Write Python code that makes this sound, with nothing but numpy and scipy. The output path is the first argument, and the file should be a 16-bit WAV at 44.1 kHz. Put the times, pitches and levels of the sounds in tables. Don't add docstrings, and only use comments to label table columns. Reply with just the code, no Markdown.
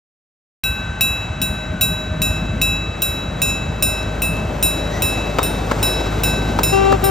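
import sys
import numpy as np
from scipy import signal
from scipy.fft import rfft, irfft, next_fast_len
from scipy.io import wavfile
from scipy.ndimage import uniform_filter1d

SR = 44100
rng = np.random.default_rng(int(sys.argv[2]) if len(sys.argv) > 2 else 0)


def transcribe(u):
    v = np.clip(np.atleast_2d(u).T, -1, 1)
    q = np.round(v * 32767).astype(np.int16)
    wavfile.write(sys.argv[1], SR, q)


N = 313211
t = np.arange(N) / SR
SIZE = next_fast_len(N + SR)
FREQS = np.maximum(np.fft.rfftfreq(SIZE, 1 / SR), 1)


def undb(db):
    return 10 ** (np.asarray(db) / 20)


def curve(table):
    return np.interp(t, *np.transpose(table))


def across(table, hz):
    rows = np.array(table)
    return np.interp(np.log(hz), np.log(rows[:, 0]), rows[:, 1])


def shape(x, gain):
    return irfft(rfft(x, SIZE) * gain, SIZE)[..., :N]


def walk(rate_hz):
    knots = rng.standard_normal(N // 20)
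    return 1.245 * np.interp(t * rate_hz, np.arange(len(knots)), knots)


def fade(age, t60):
    return (age >= 0) * np.exp(-np.log(1000) * np.maximum(age, 0) / t60)


def add(out, s, sound):
    i = int(s * SR)
    part = sound[:max(N - i, 0)]
    out[i:i + len(part)] += part


# f/Hz, side minus mid/dB
WIDTH = [(60, -27), (160, -19), (340, -12), (480, -5.5), (1000, -7), (1650, -4), (2000, -14), (5000, -20)]

def noise(spectrum):
    mid, side = rng.standard_normal((2, N)) * np.sqrt(SR / 2)
    side = shape(side, undb(across(WIDTH, FREQS)))
    return shape(np.array([mid + side, mid - side]), undb(across(spectrum, FREQS)))


# f/Hz, level/dB
FAIR_EQ = [(25, -68), (50, -59), (100, -52.5), (250, -65.5), (500, -80), (750, -65), (1000, -69),
           (1400, -66.5), (2000, -72.5), (3300, -78.5), (4600, -89.5), (7500, -84.5), (10000, -101),
           (13000, -107), (16000, -120)]

def fairground(drift_db=.8):
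    return noise(FAIR_EQ) * undb(drift_db * walk(6))


# f/Hz, level/dB
EXHAUST_EQ = [(53, 0), (106, -5), (160, -8), (212, -12), (320, -16.5), (640, -40.5), (1200, -38),
              (2500, -32)]
# t/s, gain/dB
ENGINE_RIDE = [(.65, -33.5), (1.1, -35.5), (2.0, -32.5), (2.7, -26), (3.1, -34.5), (4.25, -27.5),
               (5.2, -28.5), (6.3, -24.5), (7.1, -24.5)]

def engine(firing_hz=53, wander=0.0076, scatter_db=1.5, lope=0.24):
    phase = 2 * np.pi * np.cumsum(firing_hz * (1 + wander * walk(14))) / SR
    pulses = sum(undb(across(EXHAUST_EQ, k * firing_hz)) * np.sin(k * phase + 2 * np.pi * rng.random())
                 for k in range(1, 25))
    uneven = undb(scatter_db * walk(firing_hz)) * (1 + lope * np.sin(phase / 2))
    return np.sqrt(2) * pulses * uneven * undb(curve(ENGINE_RIDE))


# t/s, gain/dB
WHINE_RIDE = [(0.65, -48.5), (1.6, -36.5), (2.2, -33.5), (2.95, -44.5), (4.1, -34.5), (7.1, -46.5)]
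GEAR_RIDE = [(.65, -60), (2.6, -50), (3.0, -42), (4.2, -41), (4.9, -34), (5.4, -43), (7.1, -52)]

def drive(whine_hz=625, throb_hz=10, whine_db=-2, gear_hz=582, wander=0.0047):
    def tone(hz):
        return np.sqrt(2) * np.sin(2 * np.pi * np.cumsum(hz * (1 + wander * walk(12))) / SR)
    throb = 1 + .5 * np.cos(2 * np.pi * throb_hz * (t - .025))
    whine = tone(whine_hz) * throb * undb(curve(WHINE_RIDE) + whine_db)
    return whine + tone(gear_hz) * undb(curve(GEAR_RIDE))


# f/Hz, relative level/dB
RUMBLE_EQ = [(25, -29), (45, -11), (75, -2), (110, -3.5), (170, 0.5), (250, -8.5), (450, -23.5), (900, -60)]
ROAR_EQ = [(120, -23), (250, -1.5), (450, -2), (750, -5), (1100, -11.5), (1450, -14), (1720, -20),
           (2000, -16.5), (3200, -26), (4500, -45), (9000, -55)]
HISS_EQ = [(1500, -49), (3500, -27), (5000, -30.5), (8500, -31.5), (10000, -44.5), (13000, -34.5),
           (15500, -67), (16500, -58)]
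# t/s, gain/dB
RUMBLE_RIDE = [(.65, -36.5), (1.25, -34.5), (1.55, -29), (2.4, -26), (3.1, -33.5), (3.4, -27), (5.1, -31),
               (7.1, -29)]

def rolling(rumble_db=-21, jolt_db=3, roar_db=-51, hiss_db=-47.5, grit_db=1.22):
    speed_m_s, track_distance_m, closest_s = 2.27, 3.02, 6.07
    nearness = track_distance_m / np.hypot(track_distance_m, speed_m_s * (t - closest_s))
    rumble = noise(RUMBLE_EQ) * undb(curve(RUMBLE_RIDE) + rumble_db + jolt_db * walk(30))
    roar = noise(ROAR_EQ) * undb(roar_db) * nearness ** 1.16
    hiss = noise(HISS_EQ) * undb(hiss_db) * nearness ** 1.65
    return rumble + (roar + hiss) * undb(grit_db * walk(90))


# t/s, gain/dB in each of four bands, hum level/dB
STRIKES = [(0.6375, -0.5, -0.5, -10, -3.5, -31), (1.009, 3.5, 3, -1, 1, -39), (1.4163, -5, -1, -6, -2, -35),
           (1.8108, -1, 2, 1, 1.5, -34.5), (2.2183, -0.5, 1, 1, -2.5, -36.5),
           (2.6153, 3.5, 2.5, -1.5, -2.5, -41.5), (3.0199, -5, 1.5, -2, 2, -40),
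           (3.418, 2.5, 0.5, 4.5, 0, -41), (3.8245, -2, 0, 3, 2, -35.5), (4.2197, 2, -7.5, -6.5, 0, -42),
           (4.6267, -1.5, 0.5, 2.5, 1, -41), (5.0212, 2.5, 0, 1.5, 3, -40.5), (5.43, -6, -6.5, -5, -2, -42),
           (5.8284, -2, 2, -1.5, 0, -35.5), (6.2353, -0.5, -1, -1, 0, -32),
           (6.633, -2, -1.5, 4.5, -0.5, -39), (7.0405, -17, -7, -3, -2, -53)]
COLOUR_BANDS = [2625, 3884, 6933, 12874]
# f/Hz, relative level/dB, t60/s
BELL_MODES = [(1237, -47, 4), (2482, -43, 1.1), (2625, -19.8, 1.1), (2789, -45, 1.1), (3883.6, -19.2, 1.02),
              (5313, -31, .7), (5338, -42, .6), (6933, -25, .64), (8130, -35, .08), (8613, -33, .3),
              (8726.5, -18, .36), (9170, -36, .12), (10150, -35, .1), (10250, -35, .2), (10708, -24.5, .38),
              (11770, -38, .12), (12874, -20, .32), (13200, -37, .26), (14547, -35, .28), (15227, -21, .17)]
# f/Hz, relative level/dB
CLICK_EQ = [(1500, -110), (2700, -55), (4600, -77), (5600, -52), (6400, -75.5), (8400, -52.5), (9700, -74),
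            (13000, -57), (14200, -66), (15400, -74), (16800, -119)]

def bell(click_t60=0.087, click_db=-1, shimmer_db=0.98, hum_hz=1537.6, hum_t60=5.2, contact_db=1.5):
    age = t[:3 * SR // 2]
    hz, db, t60 = np.transpose(BELL_MODES)
    rings = np.array([fade(age, d) * np.exp(2j * np.pi * f * age) for f, d in zip(hz, t60)])
    twin_detune, twin_gain = .0007, .1
    twins = rings * np.exp(2j * np.pi * twin_detune * hz[:, None] * age)
    high = hz > 5000
    swelling = high & (hz < 5600)
    swell_start_db, swell_db_per_s = -7, 1.78
    ring, clicks, hum = np.zeros((3, N))
    for s, *colour_db, hum_db in STRIKES:
        twin_share = twin_gain * np.exp(2j * np.pi * rng.random(len(hz)))
        swell_db = swelling * (swell_start_db + swell_db_per_s * s)
        chance_db = contact_db * high * rng.standard_normal(len(hz))
        mode_db = db + swell_db + chance_db + np.interp(hz, COLOUR_BANDS, colour_db)
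        gains = undb(mode_db) / (1 + twin_share)
        add(ring, s, (gains @ rings + (gains * twin_share) @ twins).imag)
        add(clicks, s, undb(click_db + np.mean(colour_db) / 2) * fade(age, click_t60))
        hum = np.where(t < s, hum, undb(hum_db) * fade(t - s, hum_t60))
    hum_note = np.sqrt(2) * np.sin(2 * np.pi * hum_hz * t) * uniform_filter1d(hum, int(.017 * SR))
    shimmer = undb(shimmer_db * walk(30))
    return ring * shimmer + hum_note + clicks * noise(CLICK_EQ)


def slow_engine(thud_hz=84, thud_t60=0.078, rise_s=0.0059, thud_db=-5, scatter_db=0.5, fade_db_per_s=1):
    out, age = np.zeros(N), t[:SR // 4]
    envelope = (1 - np.exp(-age / rise_s)) * fade(age, thud_t60)
    s, gap_s, quicken_s = .695, .2018, .00044
    for detune, strength in rng.standard_normal(size=(32, 2)):
        hz = thud_hz * (1 + 0.13 * detune)
        db = thud_db + scatter_db * strength - fade_db_per_s * s
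        add(out, s, undb(db) * envelope * np.sin(2 * np.pi * hz * age))
        s += gap_s
        gap_s -= quicken_s
    return out


# t/s, length/s, start f/Hz, end f/Hz, level/dB, roughness (0-1)
SQUEAKS = [(1.58, .15, 2110, 2090, -47, .2), (1.72, .12, 1530, 1410, -36, .2),
           (2.08, .15, 1780, 1755, -45, .2), (4.89, .13, 1880, 1950, -33, 1),
           (4.91, .1, 5850, 5950, -42, .5)]

def flanges(scrape_db=-21, pitch_spread=.035):
    tones, scrape = np.zeros((2, N))
    for s, length, start_hz, end_hz, db, rough in SQUEAKS:
        n = int(length * SR)
        hz = np.linspace(start_hz, end_hz, n) * (1 + pitch_spread * rough * walk(600)[:n])
        swell = undb(db) * np.sqrt(2 * np.hanning(n))
        add(tones, s, swell * np.sin(2 * np.pi * np.cumsum(hz) / SR))
        add(scrape, s, swell * rough ** 2)
    return tones + undb(scrape_db) * scrape * noise(HISS_EQ)


# t/s, gain/dB
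TICKS = [(2.766, -14), (4.03, -10), (4.367, -10)]

def couplings(tick_t60=0.016, tick_db=-28):
    return noise(HISS_EQ) * sum(undb(db + tick_db) * fade(t - s, tick_t60) for s, db in TICKS)


# t/s, clunk gain/dB, ring level/dB
WHEEL_HITS = [(5.386, 1.5, -29), (5.713, -0.5, -46), (6.589, -1.5, -46), (6.922, -4, -50)]
# f/Hz, relative level/dB
CARRIAGE_EQ = [(90, -47), (205, -35), (310, -38), (452, -34), (700, -42), (1000, -36), (1400, -41),
               (2000, -53), (4000, -60), (8000, -66), (15000, -80)]

def rail_joint(clunk_t60=0.017, landing_s=0.0045, clunk_db=-1, rattle_db=-14, rattle_t60=0.18,
               wheel_hz=3730, wheel_t60=0.95, upper_hz=7595, upper_db=-43):
    blows, ring = np.zeros((2, N))
    age = t[:SR]
    drop_and_landing = fade(age, clunk_t60) + fade(age - landing_s, clunk_t60)
    rattle = undb(rattle_db) * fade(age, rattle_t60)
    upper_mode = undb(upper_db) * np.sin(2 * np.pi * upper_hz * age)
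    for s, db, ring_db in WHEEL_HITS:
        add(blows, s, undb(db + clunk_db) * (drop_and_landing + rattle))
        lower_mode = undb(ring_db) * np.sin(2 * np.pi * wheel_hz * age)
        add(ring, s, (lower_mode + upper_mode) * fade(age, wheel_t60))
    return blows * noise(CARRIAGE_EQ) + ring


# on t/s, off t/s, gain/dB
TOOTS = [(6.718, 6.944, 2.5), (7.026, 7.2, 1.5)]
# harmonic number, relative level/dB
HORN_PARTIALS = [(1, -16.5), (2, -19.5), (3, -27.5), (4, -32), (5, -43), (6, -45), (7, -35), (8, -48),
                 (9, -51), (10, -44), (11, -52), (12, -53), (14, -51), (16, -53), (18, -50), (20, -52)]

def horn(horn_hz=390, attack_s=0.013, release_t60=0.076, waver_db=2, jitter=0.002):
    gate = sum(undb(db) * np.clip((t - on) / attack_s, 0, 1) * fade(np.maximum(t - off, 0), release_t60)
               for on, off, db in TOOTS)
    phase = 2 * np.pi * np.cumsum(horn_hz * (1 + jitter * walk(150))) / SR
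    buzz = np.zeros(N)
    for k, db in HORN_PARTIALS:
        gain = undb(db + waver_db * min(k / 4, 1) * walk(12))
        buzz += gain * np.sin(k * phase + 2 * np.pi * rng.random())
    left = np.sqrt(2) * gate * buzz
    shade_hz, shade_db, lag_s = 1800, -5, .00098
    shade = undb(shade_db) * np.exp(-2j * np.pi * FREQS * lag_s)
    right = shape(left, np.where(FREQS < shade_hz, shade, 1))
    return np.array([left, right])


def yard_echoes(x, wet_db=-23, t60=.4, predelay_s=.018):
    tail = rng.standard_normal(SR) * fade(t[:SR] - predelay_s, t60)
    return x + undb(wet_db) * shape(x, rfft(tail / np.linalg.norm(tail), SIZE))


def scene():
    bed = fairground()
    train = engine() + drive() + rolling() + couplings() + flanges()
    return yard_echoes(bell() + rail_joint() + horn()) + train + slow_engine() + bed


# f/Hz, left minus right/dB
PORT_BALANCE = [(130, 0), (240, 2), (340, 4), (620, 6), (1000, 2), (1300, 4.5), (1700, 5), (2200, 0)]
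# f/Hz, left lead/rad
PORT_PHASE = [(130, 0), (450, .3), (800, -.1), (1600, .7), (2625, .6), (3884, .6), (5313, 0), (6933, 1.35),
              (8727, 2.4), (10708, 3.45), (12874, 4.8), (14000, 6.25)]

def record(dry, start_s=.635, low_cut_hz=37, ceiling=.92, high_cut_hz=16700):
    lean = undb(across(PORT_BALANCE, FREQS))
    left = lean * np.sqrt(2 / (1 + lean ** 2))
    right = left / lean * np.exp(-1j * across(PORT_PHASE, FREQS))
    low_cut = 1 / np.sqrt(1 + (low_cut_hz / FREQS) ** 10)
    heard = shape(dry, np.array([left, right]) * low_cut) * (t >= start_s)
    soft_clipped = heard / (1 + (heard / ceiling) ** 6) ** (1 / 6)
    high_cut = signal.ellip(10, .2, 80, high_cut_hz, fs=SR, output="sos")
    return signal.sosfilt(high_cut, soft_clipped)


dry = scene()
out = record(dry)
transcribe(out)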